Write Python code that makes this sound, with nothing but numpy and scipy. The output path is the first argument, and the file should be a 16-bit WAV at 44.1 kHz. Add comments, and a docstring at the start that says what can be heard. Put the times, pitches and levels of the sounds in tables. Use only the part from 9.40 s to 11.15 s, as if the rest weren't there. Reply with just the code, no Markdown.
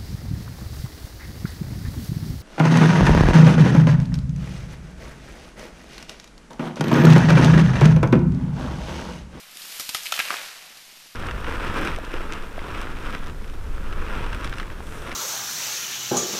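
"""A big leafy limb tears off a tree and crashes onto a lawn, some way off.
First a chainsaw idles faintly while leaves begin to sweep the ground and thin sticks snap.
From 0.4 to 0.8 s branches splinter one after another. At 0.9 s the heavy wood knocks down,
and the trees around return a soft echo. Last, twigs and leaves settle,
leaving the saw, a faint hum and the outdoor air."""
import sys
import numpy as np
from scipy import signal
from scipy.io import wavfile

SR = 44100
rng = np.random.default_rng(int(sys.argv[2]) if len(sys.argv) > 2 else 0)


def dump(signal):
    """Clip the signal to [-1, 1] and save it as 16-bit WAV at the path in sys.argv[1]."""
    limited = np.clip(np.atleast_2d(signal).T, -1, 1)
    pcm = np.round(limited * 32767).astype(np.int16)
    wavfile.write(sys.argv[1], SR, pcm)


N = 77175
T = np.arange(N) / SR

# Each branch breaking: (time [s], fade [s], hiss level [dB], crack level [dB], crack pitch [Hz],
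# ring level [dB], ring pitch [Hz], overload thump peak [dB])
BRANCH_BREAKS = [(0.3967, 0.014, -26.5, -33, 4150, -26.5, 1237, -34),
                 (0.4912, 0.0098, -25, -27.5, 4100, -44, 850, -32),
                 (0.5469, 0.0075, -20.5, -21, 3120, -18.5, 1277, -26),
                 (0.7217, 0.0052, -22, -20, 4350, -12, 1338, -29),
                 (0.7911, 0.0059, -24, -18, 2330, -20, 1338, -31.5),
                 (0.8002, 0.00083, -41, -10.5, 2500, -15.5, 1648, -37)]
# Tone of the splintering hiss: (frequency [Hz], level [dB])
HISS_TONE = [(30, -16), (300, -5.5), (1000, -3), (3000, -12), (5500, 4), (8000, -2.5), (14000, -1)]
# Tone of the crack: (multiple of its pitch, level [dB])
CRACK_TONE = [(.02, -55), (.08, -41), (.3, -10), (.6, 8), (1, 8.5), (1.4, 6), (2.2, -11), (5, -42)]
# Tone of the overloaded microphone's thump: (frequency [Hz], level [dB])
OVERLOAD_THUMP_TONE = [(20, -5), (100, -1), (220, -1), (350, -2), (700, -4), (1200, -13.5), (2500, -21),
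                       (8000, -46)]
def breaking_branches():
    """Each branch splinters with a hiss and a crack, then rings;
    the loud crack overloads the microphone with a low thump."""
    out = np.zeros(N)
    thump_lag_s, ring_lag_s = 0.00198, 0.001555
    for s, fade_s, hiss_db, crack_db, crack_hz, ring_db, ring_hz, thump_db in BRANCH_BREAKS:
        hiss = shape_tone(tearing_fibres(fade_s), HISS_TONE)
        crack = shape_tone(tearing_fibres(fade_s, blow_db=-6), CRACK_TONE, crack_hz)
        add(out, s, burst(hiss, hiss_db, fade_s))
        add(out, s, burst(crack, crack_db, fade_s))
        add(out, s + thump_lag_s, pulse(OVERLOAD_THUMP_TONE, thump_db))
        add(out, s + ring_lag_s, ringing_wood(ring_db, ring_hz))
    return out


def tearing_fibres(fade_s, blow_db=-100, size=6000):
    """Wood fibres give way in a quick, dying run of clicks; blow_db sets one early sharp blow."""
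    t = T[:size]
    rise = np.minimum(t / 0.00024, 1)
    run = clicks(per_s=14000, spread_db=1, size=size) * rise * np.exp(-t / fade_s)
    add(run, 0.0008, amp([blow_db]) * np.linalg.norm(run))
    return run


# The notes in a green branch: (multiple of its pitch, level [dB], time to fade by 60 dB [s])
WOOD_NOTES = [(0.461, -10, 0.016), (.55, -14.5, .018), (0.999, -2.5, 0.031), (1.12, -12, 0.031),
              (1.42, -16, 0.023), (1.91, -7.5, 0.023), (2.34, -8.5, 0.021)]
def ringing_wood(db, hz, size=4000):
    """A green branch rings briefly, with its bass filtered away."""
    t = T[:size]
    notes = sum(amp(note_db - 60 * t / ring_s) * np.sin(2 * np.pi * (hz * ratio * t + rng.random()))
                for ratio, note_db, ring_s in WOOD_NOTES)
    rise = np.minimum(t / 0.00067, 1)
    bass_cut = signal.butter(2, 300, "high", fs=SR)
    return amp(db) * signal.lfilter(*bass_cut, rise * notes)


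# Heavy wood hitting the ground: (time [s], level [dB], pitch [Hz], fade [s])
LANDING_KNOCKS = [(.905, -13, 1070, 0.00079), (0.913, -25, 1500, 0.0025), (.9262, -26, 1440, 0.0022),
                  (0.929, -24, 1680, 0.0013), (.940, -25, 1110, .003), (0.943, -23.5, 1780, 0.001)]
# Tone of a knock: (multiple of its pitch, level [dB])
KNOCK_TONE = [(.03, -58), (.09, -36), (.17, -19), (.4, -3.5), (.65, -3), (1, -8), (1.5, 0.5), (2.3, -12),
              (3.2, -14.5), (8, -27.5)]
def landing_limb():
    """The limb lands and clatters on its own branches."""
    out = np.zeros(N)
    for s, db, hz, fade_s in LANDING_KNOCKS:
        knock = shape_tone(tearing_fibres(fade_s, blow_db=1), KNOCK_TONE, hz)
        add(out, s, burst(knock, db, fade_s))
        add(out, s, ringing_wood(db - 3, hz=1206))
    return out


# Each stick snapping: (time [s], level [dB], pitch [Hz], fade [s])
STICK_SNAPS = [(0.1708, -30, 7500, 0.0017), (0.1718, -30, 3300, 0.0013), (.218, -35, 3520, 0.0032),
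               (.4065, -31, 4600, 0.0076), (.568, -30.5, 4500, 0.0027), (.633, -31, 6250, 0.003),
               (.657, -27, 2710, 0.0041), (0.6629, -25.5, 2860, 0.0029), (0.6681, -24, 3000, 0.0034),
               (.740, -20.5, 2900, 0.0019), (0.764, -22, 4000, 0.0014), (.7765, -27, 1896, 0.006),
               (.8055, -23, 2630, 0.0045), (.8102, -27, 2440, 0.00096), (.8162, -50, 2500, 0.0016),
               (.837, -43, 2500, 0.0042), (.8525, -22.5, 2600, 0.00084), (.885, -26, 2380, 0.0014),
               (.968, -27.5, 2580, 0.0044), (1.372, -41, 5500, 0.0032)]
# Tone of a snap: (multiple of its pitch, level [dB])
SNAP_TONE = [(.05, -64), (.35, -18), (.6, -7), (.8, -2.5), (1, -0.5), (1.4, -4), (2.2, -13.5), (5, -29.5)]
def snapping_sticks():
    """Each thin stick gives one short crack."""
    out = np.zeros(N)
    for s, db, hz, fade_s in STICK_SNAPS:
        snap = shape_tone(tearing_fibres(fade_s), SNAP_TONE, hz)
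        add(out, s, burst(snap, db, fade_s))
    return out


# How loud the leaves, twigs and leafy crown are: (time [s], level [dB])
LEAF_LOUDNESS = [(0, -43), (.08, -48.5), (.16, -42), (.22, -38.5), (.36, -35), (.52, -37.5), (.575, -32),
                 (.615, -39), (.68, -33.5), (.712, -38), (.74, -32.5), (.83, -34.5), (.93, -38),
                 (1.05, -43.5), (1.2, -49), (1.45, -49), (1.75, -51)]
TWIG_LOUDNESS = [(0, -49), (.15, -52), (.35, -46.5), (.53, -52.5), (.57, -41), (.62, -49), (.71, -45),
                 (.75, -38), (.86, -36.5), (.94, -34), (1.0, -36), (1.1, -44), (1.25, -47.5), (1.45, -53),
                 (1.75, -56)]
CROWN_LOUDNESS = [(0, -68), (.8, -50), (1.05, -42), (1.3, -51.5), (1.55, -51), (1.75, -51.5)]
# The tone of each: (frequency [Hz], level [dB])
LEAF_TONE = [(30, -42), (120, -26), (400, -14.5), (1000, -9.5), (1800, -4), (3000, 0.5), (5000, 0.5),
             (8000, -4), (12000, -3.5), (14000, -2)]
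TWIG_TONE = [(30, -46), (90, -29), (170, -12.5), (350, -11.5), (650, 0), (950, -1), (1300, 2.5),
             (2500, 3.5), (4000, -2.5), (7000, -8.5), (14000, -20)]
CROWN_TONE = [(30, -52), (120, -37), (600, -7), (1400, -13.5), (2700, 0.5), (4500, 2), (6000, -1.5),
              (8000, -7), (14000, -10)]
def foliage():
    """Leaves sweep air and grass, twigs crackle under the weight, and the crown sways to rest."""
    leaves = level(LEAF_LOUDNESS) * rustle(LEAF_TONE, 13000, spread_db=2, blur_db=-1, clump_db=1.23)
    twigs = level(TWIG_LOUDNESS) * rustle(TWIG_TONE, 1800, spread_db=0, blur_db=-4, clump_db=1.53)
    crown = level(CROWN_LOUDNESS) * rustle(CROWN_TONE, 3500, spread_db=2, blur_db=-2, clump_db=1.3)
    return leaves + twigs + crown


def rustle(tone, per_s, spread_db, blur_db, clump_db, clumps_per_s=140):
    """Countless tiny touches come in clumps, over a blur of more distant ones."""
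    clumps = amp(clump_db * np.interp(T * clumps_per_s, np.arange(N), rng.standard_normal(N)))
    touches = clicks(per_s, spread_db, N) + amp(blur_db) * rng.standard_normal(N)
    return evened(shape_tone(touches * clumps, tone))


# Tone of the echo: (frequency [Hz], level [dB])
ECHO_TONE = [(60, -15), (300, -13), (1000, -10), (3000, 0.5), (14000, -7.5)]
def tree_echo(sound, db=-12, delay_s=0.0069, die_away_s=0.58):
    """Trunks and leaves scatter the sound back as a thin, dying echo."""
    bounces = clicks(per_s=4000, spread_db=4.5, size=N) * amp(-60 * T / die_away_s) * (T > delay_s)
    tail = shape_tone(bounces, ECHO_TONE)
    return amp(db) * signal.fftconvolve(sound, tail / np.linalg.norm(tail))[:N]


# How fast the saw's engine runs: (time [s], speed [turns per s])
ENGINE_SPEED = [(0, 29.6), (.25, 42), (1.2, 44.6), (1.75, 46)]
# Its harder firings: (time [s], peak level [dB])
ENGINE_POPS = [(.066, -51), (.096, -53), (.127, -51), (.158, -45), (.187, -51), (.2125, -47), (.2415, -47),
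               (.2695, -49), (.2965, -49), (.325, -48), (1.305, -46), (1.3698, -48), (1.481, -49),
               (1.5262, -48), (1.5717, -50), (1.6588, -47)]
# Tone of an exhaust puff: (frequency [Hz], level [dB])
PUFF_TONE = [(40, -20), (100, -11), (175, 4), (260, 6), (400, 2), (650, -3), (1200, -10), (4000, -39)]
def idling_chainsaw():
    """The two-stroke engine puffs once a turn and now and then fires harder."""
    speed = np.interp(T, *np.transpose(ENGINE_SPEED)) * (1 + 0.004 * rng.standard_normal())
    turns = np.cumsum(speed) / SR
    puffs = np.diff(np.floor(turns), prepend=0) * amp(3 * rng.standard_normal(N))  # uneven strength
    out = -amp(-72) * evened(shape_tone(puffs, PUFF_TONE))
    for s, db in ENGINE_POPS:
        add(out, s, pulse(PUFF_TONE, db))
    return out


# Tone of the air: (frequency [Hz], level [dB])
AIR_TONE = [(10, 19), (30, -37), (80, -9), (170, 3), (400, -14.5), (2000, -14), (14000, -18.5)]
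def outdoor_air(db=-64.5):
    """Still outdoor air makes a soft, steady rush."""
    return amp(db) * evened(shape_tone(rng.standard_normal(N), AIR_TONE))


def hum(db=-79.5, hz=179, width_hz=7):
    """A faint, low hum wavers in pitch."""
    waver = signal.lfilter([1], [1, -np.exp(-np.pi * width_hz / SR)], rng.standard_normal(N))
    return amp(db) * np.sqrt(2) * np.sin(2 * np.pi * hz * T + 0.63 * evened(waver))


def amp(db):
    """Turns decibels into a multiplier."""
    return 10 ** (np.asarray(db) / 20)


def evened(x):
    """Scales a sound to an average (rms) size of 1."""
    return x / np.sqrt(np.mean(x ** 2) + 1e-20)


def level(points):
    """Joins (time [s], level [dB]) points into a volume curve."""
    return amp(np.interp(T, *np.transpose(points)))


def add(mix, s, sound):
    """Mixes a sound in at s seconds."""
    part = mix[max(round(s * SR), 0):][:len(sound)]
    part += sound[:len(part)]


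def shape_tone(x, tone, hz=1, size=4096):
    """Filters a sound through a tone table, whose first column is multiplied by hz."""
    freqs, db = np.transpose(tone)
    grid = abs(np.fft.fftfreq(size, 1 / SR))
    log_gain = np.log(amp(np.interp(np.log(grid + 1), np.log(freqs * hz + 1), db)))
    response = np.exp(np.conj(signal.hilbert(log_gain)))  # nothing rings before the sound starts
    taps = np.fft.ifft(response).real[:size // 2]
    return signal.fftconvolve(x, taps)[:len(x)]


def clicks(per_s, spread_db, size):
    """Tiny random clicks; more spread_db makes a few stand out."""
    strength = amp(spread_db * np.minimum(rng.exponential(1, size), 4))
    return evened(strength * rng.choice([-1, 1], size) * (rng.random(size) < per_s / SR))


def burst(x, db, fade_s):
    """Gives a sound the energy of one that starts at db and dies away over fade_s."""
    return amp(db) * x * np.sqrt(fade_s * SR / 2 / (np.sum(x ** 2) + 1e-20))


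def pulse(tone, db):
    """One blunt pulse that peaks at db."""
    shape = shape_tone(signal.unit_impulse(2048), tone)
    return -amp(db) * shape / abs(shape).max()


def scene():
    """Mixes the wood and its echo with the foliage and the background."""
    air = outdoor_air()
    wood = breaking_branches() + snapping_sticks() + landing_limb()
    return (wood + tree_echo(wood) + foliage() + idling_chainsaw() + hum() + air)[None]


def record(dry):
    """Cuts away the highest treble."""
    taps = signal.firwin(401, cutoff=13950, window=("kaiser", 7), fs=SR)
    return signal.oaconvolve(dry, taps[None], "same")


dry = scene()
out = record(dry)
dump(out)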